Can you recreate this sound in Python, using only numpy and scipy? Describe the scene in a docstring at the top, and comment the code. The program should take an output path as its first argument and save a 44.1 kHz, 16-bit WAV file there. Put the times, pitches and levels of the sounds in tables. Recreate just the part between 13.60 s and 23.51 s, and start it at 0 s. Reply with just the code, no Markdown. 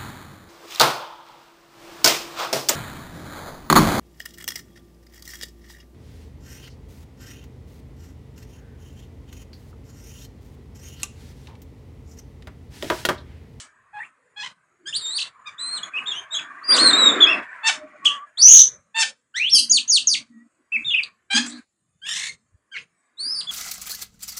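"""A caged songbird sings in a hard-walled porch: gliding whistles, nasal scratchy notes and a loud rasp.
Each note is a sum of overtones on a gliding pitch, shaped by throat and beak and answered by the walls.
Behind lie street noise, made of coloured flickering noise, a far motor hum of two wavering sines and
faint thin tones, one of them a motor whine; a faint sinking whine, likely a motor, shares the song's path.
A phone's noise suppressor lets them up mainly while the scene is loud; peaks over full scale clip."""
import sys
import numpy as np
from scipy import signal
from scipy.io import wavfile
from scipy.ndimage import uniform_filter1d, minimum_filter1d, map_coordinates

SR = 44100
rng = np.random.default_rng(int(sys.argv[2]) if len(sys.argv) > 2 else 0)


def store_wav(level_fs):
    """Save 16-bit WAV to argv[1]."""
    pcm = np.round(np.clip(np.atleast_2d(level_fs), -1, 1) * 32767)
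    wavfile.write(sys.argv[1], SR, pcm.T.astype(np.int16))


def nominal_scale(level):
    """Amplitude ratio for a level in decibels (scalar or array-like)."""
    x = np.asarray(level, float) / 20
    return 10 ** x


N = 437031  # samples

# resonance of the throat: hz, level_db
THROAT_RESONANCE = [(800, -15.5), (1700, -12), (3400, -4.5), (4500, -7.5), (7500, -3.5), (9500, -11.5),
                    (12000, -43)]


def along(points, hz):
    """Interpolation on a logarithmic frequency axis through (Hz, value) points."""
    f, v = np.transpose(points)
    return np.interp(np.log(hz + 1), np.log(f + 1), v)


def unit(x):
    """Normalization to an rms of 1."""
    return x / np.sqrt(np.mean(x ** 2) + 1e-20)


def wobble(rate, size):
    """Band-limited random modulation: a smooth curve through rate random knots a second."""
    knots = rng.standard_normal(int(size * rate / SR) + 4)
    return map_coordinates(knots, [np.arange(size) * rate / SR])


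def flicker(spectrum, patchy_db):
    """Nonstationary noise: narrow bands of a coloured spectrum come and go independently."""
    hz, _, z = signal.stft(rng.standard_normal(N), SR, nperseg=1024)
    field = uniform_filter1d(rng.standard_normal(z.shape), size=3, axis=0)
    field = uniform_filter1d(field, size=15, axis=1)
    corner_hz, corner_db = np.transpose(spectrum)
    colour_db = np.interp(np.log(hz + 1), np.log(corner_hz), corner_db, -120, -120)
    z = z * nominal_scale(colour_db[:, None] + patchy_db * unit(field))
    return unit(signal.istft(z, SR, nperseg=1024)[1][:N])


def spell(s, length, edge_s, first_db, last_db):
    """Amplitude envelope: straight ramps at both edges, and a level that moves evenly in dB between."""
    t = np.arange(N) / SR - s
    ramps = np.clip(np.minimum(t, length - t) / edge_s, 0, 1)
    return ramps * nominal_scale(np.interp(t, [0, length], [first_db, last_db]))


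def scratches():
    """Turbulence: short bursts of air noise filtered by the throat, at the edges of notes."""
    # bursts: peak_s, peak_db
    scratch_rows = [(0, -34), (3.165, -21.5), (4.089, -29.5), (4.45, -30)]
    rise_s, t60_s = 0.004, 0.15  # the rise gains 20 dB in rise_s
    t = np.arange(N) / SR
    gain = 0
    for s, db in scratch_rows:
        slope_db = np.where(t < s, 20 * (t - s) / rise_s, -60 * (t - s) / t60_s)
        gain = gain + nominal_scale(db + slope_db)
    return gain * flicker(THROAT_RESONANCE, patchy_db=2.0)


def street():
    """Incoherent sum of far sources: steady bass and hiss, rumble, a rush of tyres, and surges of both."""
    # spectrum of the rumble: hz, density_db
    rumble_colour = [(130, -41), (240, 3.5), (650, -4), (850, -16.5), (1200, -39.5)]
    # spectrum of the tyre rush: hz, density_db
    rush_colour = [(600, -14), (850, -17.5), (1120, -5.5), (1350, -9), (1700, -7), (2400, -15),
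                   (3060, -27.5), (5000, -42), (10000, -49)]
    # spectrum of the steady bass and hiss: hz, density_db
    steady_colour = [(60, -10.5), (200, -9.5), (400, -31), (6100, -34.5), (6700, -21), (10000, -32),
                     (12000, -48)]
    # course of the traffic: time_s, rush_db
    traffic_course = [(0, -46.5), (1.199, -52), (2, -42.5), (3.06, -39), (3.831, -36.5), (4.5, -44),
                      (5.7, -63.5), (7.6, -54.5), (8.1, -71.5), (9.91, -50.5)]
    # loud bursts of street noise: start_s, length_s, rumble_db, rush_db
    surge_rows = [(3.08, 0.77, -27, -20), (7.704, 0.348, -47.5, -42.5)]
    edge_s, rumble_db_per_s, rush_db_per_s = 0.077, -9, -13  # surges sink at these slopes
    rush_db = np.interp(np.arange(N) / SR, *np.transpose(traffic_course))
    rumble_db = -58 + 0.36 * (rush_db + 46.5)  # the rumble follows the rush weakly
    far = nominal_scale(-58.0) * flicker(steady_colour, patchy_db=6.5)
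    far += nominal_scale(rumble_db) * flicker(rumble_colour, patchy_db=5.5)
    far += nominal_scale(rush_db) * flicker(rush_colour, patchy_db=3)
    low = sum(spell(s, d, edge_s, db, db + d * rumble_db_per_s) for s, d, db, _ in surge_rows)
    high = sum(spell(s, d, edge_s, db, db + d * rush_db_per_s) for s, d, _, db in surge_rows)
    return far + low * flicker(rumble_colour, patchy_db=4.5) + high * flicker(rush_colour, patchy_db=3.0)


def nasals():
    """Pitch glide at a constant rate: a held tone bends; louder notes swell more and are rougher."""
    # nasal notes: start_s, length_s, bend_share (of length, before the bend), held_hz, last_hz, peak_db,
    # overtone_fall_db (per overtone)
    nasal_rows = [(0.329, 0.074, 0.76, 836, 900, -34, -8.5), (0.76, 0.12, 0.52, 840, 1030, -33.5, -3),
                  (1.256, 0.048, 0.36, 1624, 1794, -32, -2.5), (1.856, 0.043, 0.504, 1235, 1152, -35.5, -4),
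                  (4.031, 0.074, 0.71, 892.5, 770, -16.5, -2), (5.344, 0.096, 0.81, 895, 762.5, -17.5, -1),
                  (7.701, 0.09, 0.73, 1603, 1771, -18.5, -3.5),
                  (9.114, 0.055, 0.43, 1597, 1387, -38.5, -5.5)]
    bend_hz_per_s, peak_share = 11000, 0.88  # the level peaks at this share of the way to the bend
    scoop = 0.045  # share under the held pitch at the start
    swell, soft_db = 0.5, -42  # the onset lies this share of the way from the peak down to soft_db
    for s, length, share, hz, last_hz, db, fall_db in nasal_rows:
        onset = min(0.012, 0.42 * length)
        bend = length * np.clip(share, 0.35, 0.9)
        bent = min(bend + abs(last_hz - hz) / bend_hz_per_s + 0.00083, length - 0.001)
        peak = max(peak_share * bend, onset + 0.001)
        t = np.unique([0, onset, peak, bend, bent, length])
        pitch = np.interp(t, [0, onset, bend, bent], [hz * (1 - scoop), hz, hz, last_hz])
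        onset_db = db - swell * (db - soft_db)
        level = np.interp(t, [0, onset, peak, length], [onset_db - 7.5, onset_db, db, db - 3.5])
        rough = 0.1 + 0.004 * (db + 37)
        yield fall_db, rough, np.transpose([s + t, pitch, level])


def warbles():
    """Free frequency modulation: whistles, rasps and one faint sinking whine follow their own contours."""
    # overtone_fall_db (per overtone), roughness (0-1), contour rows: time_s, pitch_hz, level_db;
    # the faint sinking whine at 7.86 s is likely a motor
    warble_rows = [(-64, 0.16, [(.4, 1755, -32), (.43, 2030, -40.5), (.457, 2950, -45)]),
                   (-6.5, 0.091, [(1.325, 2598, -33.5), (1.369, 4684, -23), (1.389, 4605, -37),
                   (1.415, 3737, -39.5), (1.455, 3724, -29), (1.5, 3750, -32.5), (1.545, 4230, -33.5),
                   (1.577, 4719, -22)]), (-6, 0.047, [(1.98, 3370, -41), (1.996, 3937, -35),
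                   (2.132, 4260, -32), (2.168, 4170, -29.5), (2.19, 2894, -41.5), (2.222, 2910, -67),
                   (2.234, 3380, -26.5), (2.244, 3280, -45)]), (-40, 0.029, [(2.335, 2500, -35),
                   (2.369, 2580, -25), (2.382, 2985, -28.5), (2.395, 2224, -27)]),
                   (-16.5, 0.075, [(2.457, 3180, -38.5), (2.475, 3760, -28.5), (2.492, 3533, -28),
                   (2.501, 3700, -37), (2.527, 3150, -23.5)]), (-10, 0.066, [(2.528, 2723, -39),
                   (2.603, 3280, -33.5)]), (-10, 0.045, [(2.707, 3553, -41.5), (2.737, 3930, -29),
                   (2.751, 3127, -28), (2.772, 3543, -27), (2.787, 3060, -39), (2.798, 2290, -30)]),
                   (-29.5, .03, [(3.108, 2900, -36.5), (3.125, 3500, -30), (3.15, 3770, -28.5)]),
                   (-10.5, .04, [(3.03, 4190, -48.5), (3.045, 4800, -40.5), (3.078, 4825, -33),
                   (3.092, 4780, -19.5), (3.14, 4805, -13), (3.16, 3190, -27.5)]),
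                   (-10.5, 0.058, [(3.175, 2563, -23), (3.191, 4150, -18), (3.235, 4400, -15),
                   (3.28, 4054, -12.5), (3.3, 4150, -19), (3.315, 3440, -21.5)]),
                   (-14, 0.021, [(3.33, 3656, -13), (3.37, 3777, -22), (3.385, 3981, -18.5),
                   (3.474, 3730, -14), (3.51, 3460, -22.5)]), (-21.5, .021, [(3.668, 2500, -19),
                   (3.712, 2792, -22), (3.74, 2514, -20.5)]), (-23, .03, [(4.451, 1897, -34),
                   (4.458, 3520, -13), (4.47, 3100, -12), (4.483, 2640, -22.5)]),
                   (-10, 0.14, [(4.772, 3190, -35), (4.79, 4432, -26.5), (4.812, 4583, -18),
                   (4.83, 5840, -10), (4.85, 5940, -8.5), (4.925, 6385, -7.5), (5.03, 6070, -10)]),
                   (-9.5, 0.46, [(4.87, 2590, -36.5), (4.99, 3801, -27.5), (5.03, 3850, -33.5)]),
                   (-6.5, 0.065, [(5.74, 1397, -41.5), (5.768, 1915, -26.5), (5.794, 2186, -28)]),
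                   (-37, .03, [(5.796, 2271, -22.5), (5.862, 3070, -23), (5.892, 3543, -25)]),
                   (-5, 0.052, [(5.892, 3678, -32.5), (5.912, 5900, -29), (5.919, 5520, -24),
                   (5.938, 5400, -9.5), (5.952, 4850, -15), (5.972, 4540, -15.5), (5.976, 4800, -18),
                   (5.987, 3850, -19.5), (5.998, 4950, -16.5), (6.006, 4150, -25.5), (6.014, 5000, -26.5),
                   (6.026, 4600, -29)]), (-37, 0.053, [(7.305, 2850, -23.5), (7.333, 2954, -27.5),
                   (7.349, 2439, -14.5), (7.369, 3130, -29), (7.387, 2648, -18.5), (7.407, 2230, -24)]),
                   (-1, 0.66, [(7.86, 2127, -39), (7.995, 1994, -52.5)]), (-2, .16, [(8.416, 1499, -45),
                   (8.47, 1735, -35), (8.54, 1806, -31.5), (8.705, 2133, -36)]),
                   (-14.5, 0.398, [(9.14, 2280, -42), (9.172, 2258, -30.5), (9.184, 3007, -40),
                   (9.192, 2230, -32.5)]), (-8.5, 0.068, [(9.57, 3485, -50.5), (9.602, 4354, -31),
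                   (9.732, 5222, -28), (9.77, 4500, -33), (9.802, 4885, -27.5), (9.82, 2475, -40.5)])]
    yield from warble_rows


def trills():
    """Alternating frequency modulation: swings start high, shorten and sink, louder at the high turns."""
    # trills: start_s, length_s, high_hz, low_hz, low_db, overtone_fall_db (per overtone), swings (count)
    trill_rows = [(1.568, 0.066, 5030, 2475, -29.5, -10, 5)]
    shrink, sink, high_db, rough = 0.66, 0.022, 1.5, 0.073  # length ratio and pitch share per swing
    for s, length, high_hz, low_hz, db, fall_db, swings in trill_rows:
        k = np.arange(round(swings) + 1)
        t = s + length * (1 - shrink ** k) / (1 - shrink ** k[-1])
        pitch = np.where(k % 2, low_hz, high_hz) * (1 - sink * k)
        yield fall_db, rough, np.transpose([t, pitch, db + high_db * (1 - k % 2)])


def chirps():
    """Rapid frequency glide: the pitch scoops up, sags and drops, loudest where the drop begins."""
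    # chirps: start_s, length_s, drop_share (of length, before the drop), top_hz, last_hz, peak_db,
    # overtone_fall_db (per overtone)
    chirp_rows = [(3.603, 0.05, 0.49, 3556, 3250, -8.5, -30), (7.119, 0.051, 0.77, 2676, 2070, -20, -43.5),
                  (7.244, 0.089, 0.37, 3740, 3190, -25.5, -31.5),
                  (7.431, 0.0091, 0.56, 4903, 2237, -25.5, -17),
                  (9.868, 0.071, 0.31, 3500, 3070, -28.5, -21)]
    scoop, scoop_s, sag, rough = 0.13, 0.008, 0.038, 0.024  # scoop and sag are shares under the top
    for s, length, knee, hz, last_hz, db, fall_db in chirp_rows:
        knee = np.clip(knee, 0.4, 0.95)
        yield fall_db, rough, [
            (s, hz * (1 - scoop), db - 11.5),
            (s + min(scoop_s, 0.28 * length), hz, db - 5),
            (s + knee * length, hz * (1 - sag), db),
            (s + length, last_hz, db - 1)]


def sweeps():
    """Stepped frequency sweep: the pitch climbs to a top, falls to a sagging ledge and falls again."""
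    # sweeps: start_s, top_s (time near the top), drop_s (fall to the ledge), length_s, last_hz,
    # top_db, ledge_db
    sweep_rows = [(6.096, .022, 0.0091, 0.095, 2383, -9, -16.5),
                  (6.277, 0.023, .028, 0.11, 2554, -17.5, -14.5),
                  (6.47, 0.0026, 0.028, 0.088, 1887, -12, -20.5)]
    start_hz, top_hz, ledge_hz, ledge_end_hz = 5900, 6830, 4800, 4380
    fall_db, rough, ledge_end = -8, 0.019, 0.71  # per overtone; 0-1; share of length
    for s, top, drop, length, last_hz, top_db, ledge_db in sweep_rows:
        yield fall_db, rough, [
            (s, start_hz, top_db - 11),
            (s + 0.55 * top, top_hz, top_db - 9.5),
            (s + top, 0.98 * top_hz, top_db),
            (s + top + drop, ledge_hz, ledge_db - 3),
            (s + ledge_end * length, ledge_end_hz, ledge_db),
            (s + length, last_hz, ledge_db - 6.5)]


def note(fall_db, rough, rows):
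    """Source and filter: the syrinx gives overtones of an unsteady pitch, and the throat colours them."""
    # unstable stretches, where the vibration repeats only every few cycles, adding lines between the
    # overtones, and the pitch trembles: start_s, end_s, period_cycles, depth_db, tremble_share
    fork_rows = [(4.872, 5.014, 2, -22.5, 0.059), (5.354, 5.396, 5, -7.5, 0.019),
                 (5.942, 6.02, 3, -3, 0.004), (7.695, 7.744, 2, 2.5, 0.019),
                 (7.757, 7.823, 2, -2.5, 0.0041), (8.461, 8.528, 2, -39, .06), (8.531, 8.7, 2, -13.5, .13),
                 (0.837, 0.89, 2, -7.5, 0.061), (4.079, 4.099, 3, -2.5, 0.027)]
    # the other half of the syrinx joins the long rasp: time_s, pitch_hz, level_db (over the first voice)
    second_voice = [(8.449, 2112, -7), (8.469, 2869, 2.5), (8.518, 3000, -4), (8.69, 2500, -8)]
    second_mix = 0.34  # depth of its beating with the first voice, giving sum and difference tones
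    hole_hz, hole_width_hz, hole_per_db = 5700, 800, 3  # gap in the overtones, deeper with less effort

    s, hz, db = np.transpose(rows)
    t = np.arange(s[0], s[-1], 1 / SR)
    size = len(t)
    swing = np.sin(2 * np.pi * np.cumsum(60 + 14 * wobble(30, size)) / SR)
    waver = 0
    for start, end, _, _, share in fork_rows:
        waver = waver + share * np.clip(np.minimum(t - start, end - t) / 0.01, 0, 1)
    level_db = np.interp(t, s, db)
    slack_db = max(db) - level_db  # less effort gives a darker and cleaner tone
    # once strained, it stays rough
    rough = rough * nominal_scale(-0.6 * (max(db) - np.maximum.accumulate(level_db)))

    contour = np.interp(t, s, hz)
    smooth = uniform_filter1d(contour, size=SR // 200, mode="nearest")
    drift = (0.005 + 0.3 * rough ** 2) * wobble(50, size)
    jitter = 0.085 * rough * wobble(400, size)
    pitch = smooth * (1 + waver * swing + drift + jitter)
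    phase = 2 * np.pi * np.cumsum(pitch) / SR

    k = np.arange(1, 15)[:, None]  # overtone number, 1 = fundamental
    gain = nominal_scale((fall_db - 0.18 * slack_db) * (k - 1) + along(THROAT_RESONANCE, k * pitch))
    gain *= k * pitch < 16000
    # at full effort the gap turns into a slight bump
    hole_shape = (k > 1) * np.exp(-((k * pitch - hole_hz) / hole_width_hz) ** 2)
    gain *= nominal_scale(-hole_per_db * np.minimum(slack_db - 1.5, 8) * hole_shape)
    # rough overtones break up one by one
    gain *= nominal_scale(8.1 * rough * np.array([wobble(60, size) for _ in k]))
    overtones = gain * np.cos(k * phase + np.pi * rng.random(k.shape))
    tone = overtones.sum(0) / np.sqrt((gain ** 2).sum(0) / 2)

    for start, end, cycles, depth_db, _ in fork_rows:
        fade = np.clip(np.minimum(t - start, end - t) / 0.011, 0, 1)
        tone *= 1 + nominal_scale(depth_db) * np.cos(phase / round(cycles)) * fade
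    when, other_hz, other_db = np.transpose(second_voice)
    other_pitch = np.interp(t, when, other_hz) * (1 + waver * wobble(110, size)) * pitch / contour
    other_gain = nominal_scale(np.interp(t, when, other_db, -120, -120))
    other = other_gain * np.cos(2 * np.pi * np.cumsum(other_pitch) / SR)
    tone = tone * (1 + second_mix * other) + other
    tone *= 1 + 1.9 * rough * wobble(1500, size)  # uneven closing of the membranes
    # a trembling tone also stutters in strength
    tone *= 1 + np.minimum(7 * waver, 0.35) * wobble(250, size)
    edge = np.clip(np.minimum(t - s[0], s[-1] - t) / 0.0029, 0, 1)
    return tone * edge * nominal_scale(level_db)


def bird():
    """Radiation from a small aperture: the beak passes little under 900 Hz; the faint whine shares the path."""
    out = np.zeros(N + SR)
    for fall_db, rough, rows in [*nasals(), *warbles(), *trills(), *chirps(), *sweeps()]:
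        sound = note(fall_db, rough, rows)
        out[round(rows[0][0] * SR):][:len(sound)] += sound
    beak = signal.butter(4, 900, "high", fs=SR, output="sos")
    return signal.sosfilt(beak, out[:N] + scratches())


def porch(x):
    """Reverberation: each frequency decays at its own speed; the answer changes as the bird turns."""
    # decay of the walls' answer: hz, t60_s
    porch_decay = [(800, 0.22), (3500, 0.25), (11000, 0.26)]
    out, hop = np.zeros(N + 2 * SR), SR // 4
    for start in range(0, N, hop):
        hz, t, z = signal.stft(rng.standard_normal(SR // 2), SR, nperseg=256)
        z = z * nominal_scale(-60 * t / along(porch_decay, hz)[:, None])
        tail = signal.istft(z, SR, nperseg=256)[1]
        # overlapping windows crossfade from one answer to the next
        window = np.hanning(2 * hop)[max(hop - start, 0):][:N - start + hop]
        part = x[max(start - hop, 0):start + hop] * window
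        wet = signal.fftconvolve(part, tail / np.linalg.norm(tail))
        out[max(start - hop, 0) + 130:][:len(wet)] += wet  # 130 samples: 3 ms of delay
    return out[:N]


def motor():
    """Beating of two neighbouring unsteady sines makes a throbbing hum; faint thin tones join."""
    # spells of hum: start_s, length_s, first_db, last_db
    hum_rows = [(5.933, 0.87, -52, -65.5), (6.698, 0.188, -51.5, -54.5), (7.132, 0.098, -50.5, -41),
                (7.74, 0.27, -29, -40.5)]
    # faint thin tones in the background, the one at 1930 Hz a motor whine:
    # start_s, length_s, pitch_hz, level_db
    tone_rows = [(4.05, 0.38, 612, -48.5), (4.403, 0.26, 1150, -38), (6.67, 0.23, 1930, -52)]
    hum_hz, beat_hz, beat = 235, 58.4, 0.6  # the next shaft order lies beat_hz above, at this share

    def line(hz, drift=0.025):
        """Random frequency and amplitude modulation of one sine."""
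        wave = np.sin(2 * np.pi * hz * np.cumsum(1 + drift * wobble(36, N)) / SR)
        return wave * nominal_scale(3.5 * wobble(45, N) + 4.6 * wobble(7.2, N))

    gain = sum(spell(s, length, 0.015, first_db, last_db) for s, length, first_db, last_db in hum_rows)
    hum = gain * (line(hum_hz) + beat * line(hum_hz + beat_hz))
    return hum + sum(spell(s, length, 0.077, db, db) * line(hz, 0.015) for s, length, hz, db in tone_rows)


def scene():
    """Superposition of the direct song, its reverberation, the street, and the hum with its thin tones."""
    song = bird()
    return (nominal_scale(2.0) * song + nominal_scale(-1.5) * porch(song) + street() + motor())[None]


def suppressor(x, open_db, band_open_db, slope, depth_db, size):
    """Downward expansion: a band sinks when it and the whole sound (held size frames) are both weak."""
    z = signal.stft(x, nperseg=512, noverlap=384)[2]
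    power = np.abs(z) ** 2
    level_db = 10 * np.log10(power.sum(1, keepdims=True) + 1e-12)
    held_db = -minimum_filter1d(-level_db, size=size, origin=size // 2)
    band_power = uniform_filter1d(uniform_filter1d(power, size=3, axis=1), size=9, axis=2)
    band_db = 10 * np.log10(np.abs(band_power) + 1e-12)
    over_db = np.maximum(held_db - open_db, band_db - band_open_db)
    gain_db = np.clip(slope * over_db, -depth_db, 0)
    # dying echoes are cut short in the treble, above about 2.4 kHz
    recent_db = -minimum_filter1d(-level_db, size=61, origin=30)
    echo_db = np.clip(slope * (uniform_filter1d(level_db, size=5) - recent_db + 20.5), -10, 0)
    gain_db += echo_db * (np.arange(z.shape[1]) > 28)[:, None]
    gain = nominal_scale(uniform_filter1d(np.maximum(gain_db, -depth_db), size=3))
    return signal.istft(z * gain, nperseg=512, noverlap=384)[1][:, :N]


def low_pass(x):
    """Removes everything above the highest recorded frequency."""
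    return signal.sosfilt(signal.butter(12, 15800, fs=SR, output="sos"), x)


def record(dry):
    """Dynamic processing: noise suppression, then clipping at full scale."""
    x = suppressor(dry, open_db=-27, band_open_db=-47.5, slope=0.95, depth_db=17.0, size=19)
    mix = np.clip(x, -1, 1)
    return low_pass(mix)


dry = scene()
out = record(dry)
store_wav(out)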